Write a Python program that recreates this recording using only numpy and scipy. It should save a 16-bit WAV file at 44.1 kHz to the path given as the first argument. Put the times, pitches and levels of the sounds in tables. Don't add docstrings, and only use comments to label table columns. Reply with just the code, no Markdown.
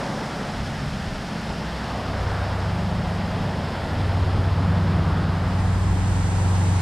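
import sys
import numpy as np
from scipy import signal
from scipy.fft import irfft, next_fast_len
from scipy.io import wavfile

SR = 44100
rng = np.random.default_rng(int(sys.argv[2]) if len(sys.argv) > 2 else 0)


def wav_out(sig):
    wavfile.write(sys.argv[1], SR, np.round(np.clip(np.atleast_2d(sig).T, -1, 1) * 32767).astype(np.int16))


N = 300321

# (time [s], wide share [0-1])
OPENING = [(0, 0), (5.25, 0), (5.45, 0.07), (5.64, 0.45), (6.2, 0.94), (6.81, 0.97)]
# (time [s], working cycles [per s])
SPEED = [(0, 24.0), (1.0, 23.83), (2.9, 24.21), (3.45, 24.14), (4.1, 23.5), (4.72, 23.26), (5.5, 23.15),
         (6.81, 23.3)]
# (time [s], level [dB])
LOAD = [(0, -50), (0.65, -35.5), (1.5, -41), (1.85, -38), (2.08, -29), (2.4, -24.5), (3.0, -26),
        (3.88, -30.5), (4.0, -19.3), (4.45, -21), (4.72, -17.5), (5.1, -21.2), (5.45, -20.5), (5.65, -18.7),
        (6.81, -16.7)]


def from_db(db):
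    return 10 ** (np.asarray(db) / 20)


def rms(x):
    return np.sqrt(np.mean(x ** 2) + 1e-20)


def seconds():
    return np.arange(N) / SR


def in_time(rows):
    s, *columns = np.transpose(rows)
    return [np.interp(seconds(), s, column) for column in columns]


def swing(curve):
    db, = in_time(curve)
    return db - db.mean()


def ramp(start_s, length_s):
    return np.clip((seconds() - start_s) / length_s, 0, 1)


def bell(offset, width):
    return .5 ** ((2 * offset / width) ** 2)


def bin_hz():
    return np.maximum(np.fft.rfftfreq(2 * next_fast_len(N // 2 + 1), 1 / SR), 1)


def in_frequency(rows):
    hz, *columns = np.transpose(rows)
    return [np.interp(np.log(bin_hz()), np.log(hz), column) for column in columns]


def white():
    real, imaginary = rng.standard_normal((2, len(bin_hz())))
    return real + 1j * imaginary


def waveform(spectrum):
    return irfft(spectrum)[..., :N]


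def below(hz, order=12):
    return 1 / (1 + (bin_hz() / hz) ** order)


def drift(rate_hz):
    slow = waveform(white() * below(rate_hz, order=2))
    return slow / rms(slow)


def noise(colour):
    db, = in_frequency(colour)
    x = waveform(white() * from_db(db) * below(colour[-1][0], order=4))
    return x / rms(x)


def through_ports(colour, ports):
    db, = in_frequency(colour)
    likeness, balance_db, lead = in_frequency(ports)
    likeness = np.clip(likeness, 0, 1)
    sides = np.array([[1], [-1]])
    shared = np.sqrt(1 + likeness) * white()
    diffuse = np.sqrt(1 - likeness) * white() * sides
    balance = from_db(db + sides * balance_db / 2)
    return (shared + diffuse) * balance * np.exp(-.5j * sides * lead)


def swept_peak(x, rows, width_hz, block=256):
    hz, db = in_time(rows)
    r = np.exp(-np.pi * width_hz / SR)
    band, state = np.zeros_like(x), np.zeros((2, 2))
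    for i in range(0, N, block):
        poles = [1, -2 * r * np.cos(2 * np.pi * hz[i] / SR), r * r]
        band[:, i:i + block], state = signal.lfilter([1, 0, -1], poles, x[:, i:i + block], zi=state)
    band = band * (1 - r * r) / 2
    return x + (from_db(db) - 1) * band


def reshape_roar(water):
    # (time [s], centre [Hz], lift [dB])
    bottom_path = [(0, 250, .5), (.8, 250, -1.5), (2.1, 240, 0), (2.33, 230, -8.5), (2.8, 230, -3),
                   (3.5, 260, 1), (5, 220, 2), (5.8, 220, 2.5), (6.81, 230, -1)]
    body_path = [(0, 530, 2.5), (.6, 470, -2), (1.3, 450, -2), (1.7, 640, 1), (2.4, 650, 2),
                 (3.55, 620, 1.5), (4.3, 420, 1), (5.2, 490, 0), (5.9, 600, -1.5), (6.81, 560, -2.5)]
    swell_path = [(0, 1000, -2.5), (.45, 1000, -2.5), (.85, 1000, -5), (1.5, 1080, -3.5), (1.9, 1300, -.5),
                  (2.35, 1490, 3), (2.9, 1550, -1.5), (3.3, 1400, -2.3), (3.9, 1100, -2), (4.4, 1120, 1),
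                  (5.25, 1240, 3.7), (5.9, 950, 1.8), (6.81, 830, 4)]
    edge_path = [(0, 5800, 2.5), (1.5, 5750, 1.5), (3, 5700, -.5), (4.8, 5700, -2), (5.6, 5700, -2.5),
                 (6.3, 5700, -.5)]
    water = swept_peak(water, bottom_path, width_hz=110)
    water = swept_peak(water, body_path, width_hz=170)
    water = swept_peak(water, swell_path, width_hz=360)
    return swept_peak(water, edge_path, width_hz=700)


def waterfall(low_hz=225, flutter_db=0.46, flutter_rate_hz=20, early_fade_s=2.25):
    edges_hz = [950, 2200, 5600, 10600]
    # (base level [dB], share of the flow's swing, share of the hiss's swing,
    # early lift [dB], gain once wide [dB])
    register_rows = [(-34.6, 0.94, 0.13, 1, -1.0), (-38, 0.37, 0.39, 0.5, -2.6),
                     (-43.4, 0.1, 0.9, -0.5, -1.7), (-56.1, 0, 0.57, 5.6, 7.5), (-68.2, 0, .45, 1.7, 3.5)]
    # (time [s], level [dB])
    flow_curve = [(0, -26.5), (0.9, -32.0), (1.7, -30), (2.35, -27.5), (2.9, -29.5), (3.85, -28),
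                  (4.8, -27.9), (5.25, -27.5), (5.8, -29.5), (6.81, -28.3)]
    # (time [s], level [dB])
    hiss_curve = [(0, -39.5), (1.1, -39.6), (1.7, -39.5), (3.0, -41), (3.95, -39.5), (4.6, -42),
                  (5.25, -41.3), (5.8, -42.5), (6.81, -39.5)]
    # (frequency [Hz], relative density [dB per Hz])
    beam_colour = [(210, 3), (320, -10.8), (480, -10.3), (690, -8.5), (880, -9.3), (1050, -11.6),
                   (1350, -12.8), (1850, -15.9), (2350, -21.5), (3250, -22), (3900, -25.2), (5200, -26.2),
                   (6000, -37.5), (10300, -46), (11350, -55.5), (12500, -47.5), (15200, -64)]
    wide_colour = [(210, -4), (350, -10.5), (580, -13.3), (890, -9.6), (1080, -12), (1400, -11.3),
                   (1950, -15), (2500, -21), (3700, -25), (6500, -27), (8600, -26), (9700, -35.5),
                   (11000, -42), (12800, -46.5), (15200, -60)]
    # (frequency [Hz], left-right likeness [0-1], left over right [dB],
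    # lead of the right port [radians])
    beam_ports = [(2000, 1, 0, 0), (5000, .997, 0, 0), (10900, .999, 0, 0), (11500, .35, 0, -.2),
                  (12300, .4, -3, -1.4), (13500, .35, -6, -1.2), (15000, .3, -2, -.9)]
    wide_ports = [(210, 0.998, 0, 0.0), (480, 0.97, 0, 0.0), (880, 0.75, 0, -0.2), (1400, 0.48, 2, -0.2),
                  (2600, 0.18, -2, 0.0), (3700, 0.45, -4, -0.3), (5200, 0.55, 0, 1.5),
                  (6400, 0.59, -2, 2.6), (8500, 0.43, -6, 2.4), (9700, 0.1, -1, 4.2),
                  (12800, 0.27, -3, 6.1), (15000, 0.18, -1, 5.7)]

    wide = np.clip(in_time(OPENING)[0], 0, 1)
    flow_db, hiss_db = swing(flow_curve), swing(hiss_curve)
    patterns = [(through_ports(beam_colour, beam_ports), np.sqrt(1 - wide)),
                (through_ports(wide_colour, wide_ports), np.sqrt(wide))]
    low_passes = [below(low_hz, order=8)] + [below(hz) for hz in edges_hz] + [below(SR)]
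    registers = np.diff(low_passes, axis=0)
    above_rumble = bin_hz() > 260
    early = np.exp(-seconds() / early_fade_s)
    roar = 0
    for register, (base_db, with_flow, with_hiss, early_db, wide_db) in zip(registers, register_rows):
        water = 0
        for pair, share in patterns:
            mono = waveform(pair.mean(axis=0) * register * above_rumble)
            water = water + share * waveform(pair * register) / rms(mono)
        db = base_db + with_flow * flow_db + with_hiss * hiss_db + early_db * early + wide_db * wide
        roar = roar + water * from_db(db + flutter_db * drift(flutter_rate_hz))
    return reshape_roar(roar)


def surging(bed_db, surges):
    power = from_db(bed_db) ** 2
    for crest_s, length_s, db in surges:
        power = power + from_db(db) ** 2 * bell(seconds() - crest_s, length_s)
    return np.sqrt(power)


def rumble(own_air_db=-6, air_db=-36.7, air_follows=0.44, pool_db=-41.3):
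    # (frequency [Hz], relative density [dB per Hz])
    air_colour = [(10, -17), (20, -14), (30, -4.5), (42, -3), (60, -1), (85, -3), (130, -13), (250, -16)]
    pool_colour = [(40, -21), (60, -12), (85, -15), (105, 3), (135, 9), (165, 0.5), (205, -7), (280, -22),
                   (400, -48)]
    # (time of the crest [s], length at half power [s], level [dB])
    gust_rows = [(.6, .2, -34), (1.018, .22, -31.5), (1.55, 0.22, -38), (2.328, 0.2, -32), (3.3, 0.6, -38),
                 (4.42, 0.14, -26.5), (5.974, 0.18, -30.5)]
    boom_rows = [(0.83, 0.2, -31), (2.85, .35, -36), (3.4, .4, -37), (4.47, 0.18, -28.5),
                 (5.85, 0.35, -35.5)]

    own_gain = in_time(OPENING)[0] * from_db(own_air_db)
    own_air = own_gain * np.array([noise(air_colour), noise(air_colour)])
    air_gain = surging(air_db + air_follows * swing(LOAD), gust_rows)
    air = air_gain * (noise(air_colour) + own_air)
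    pool = surging(pool_db, boom_rows) * noise(pool_colour)
    return air + pool


def tone(hz, db, waver_db, wander):
    phase = 2 * np.pi * (np.cumsum(hz) / SR + rng.random()) + wander * drift(2)
    level = from_db(db + waver_db * drift(1.6))
    return np.sqrt(2) * level * np.sin(phase)


def hollow(level_db=-34.5, hold_s=1.9, release_s=0.4, drop_db=12):
    # (frequency [Hz], relative density [dB per Hz])
    band_colour = [(95, -24), (120, -3.5), (148, 1), (170, 0.5), (195, 2), (220, 0), (242, -14), (262, -7),
                   (290, -37)]
    # (multiple of the cycle rate, level [dB])
    ringing_orders = [(9, -7), (11, -13)]

    cycle_hz, = in_time(SPEED)
    lines = sum(tone(k * cycle_hz, db, waver_db=1.0, wander=0.19) for k, db in ringing_orders)
    gain = from_db(level_db - drop_db * ramp(hold_s, release_s))
    return gain * (noise(band_colour) + lines)


def pulls(attack_s=0.22, release_s=0.18, sag_db_per_s=3):
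    # (start [s], length before release [s], lift before the sag [dB])
    pull_rows = [(2.56, 1.02, 13), (4.47, 2.25, 14)]
    lift_db = 0
    for start_s, length_s, db in pull_rows:
        sagging_db = db - sag_db_per_s * (seconds() - start_s)
        hold = ramp(start_s, attack_s) * (1 - ramp(start_s + length_s, release_s))
        lift_db = lift_db + sagging_db * hold
    return lift_db


def engine(firing_db=-31.1, waver_db=.6, wander=0.04):
    # (multiple of the cycle rate, level [dB])
    firing_orders = [(4, 0), (5, -10.5), (12, -23)]
    # (multiple of the cycle rate, level [dB])
    uneven_orders = [(3, -10), (6, -8.5), (7, 2), (9, -12), (10, -18), (11, -22), (13, -35), (15, -18)]

    cycle_hz, = in_time(SPEED)
    load_db, pull_db = swing(LOAD), pulls()
    octave_db = -45.3 + 0.34 * load_db + pull_db
    uneven_db = -42.2 + 0.36 * load_db + 0.75 * pull_db
    uneven_db = uneven_db - 5.5 * bell(seconds() - 5.8, width=.6)
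    firing = sum(tone(k * cycle_hz, firing_db + load_db + db, waver_db, wander) for k, db in firing_orders)
    octave = tone(8 * cycle_hz, octave_db, waver_db, wander)
    throb = sum(tone(k * cycle_hz, uneven_db + db, waver_db, wander) for k, db in uneven_orders)
    return firing + octave + throb


def hum(rows, waver_db=1.5, wander=0.17):
    hz, db = in_time(rows)
    ring_db = 11 * bell(2 * hz - 148, width=15)
    octave_db = db - 12.5 + ring_db
    return tone(hz, db, waver_db, wander) + tone(2 * hz, octave_db, waver_db, wander)


def upper_hum():
    # (time [s], pitch [Hz], level [dB])
    glide = [(0, 56, -49), (1.3, 58.5, -45), (1.6, 60, -39.5), (2.25, 64.3, -33), (3.0, 71, -38),
             (3.5, 74, -35), (3.75, 75.5, -39), (4.1, 77, -32.5), (4.5, 77, -29.5), (5.05, 76, -27.5),
             (5.6, 75, -39), (6.81, 72.9, -56)]
    return hum(glide)


def lower_hum():
    # (time [s], pitch [Hz], level [dB])
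    glide = [(4.2, 63.5, -65), (4.75, 60.9, -37), (5.6, 55.3, -34), (6.2, 52.7, -30.5), (6.81, 49.5, -46)]
    return hum(glide)


def scene():
    return waterfall() + rumble() + hollow() + engine() + upper_hum() + lower_hum()


def record(dry, cutoff_hz=15300):
    low_pass = signal.ellip(10, .1, 80, cutoff_hz, fs=SR, output="sos")
    return signal.sosfilt(low_pass, dry)


dry = scene()
out = record(dry)
wav_out(out)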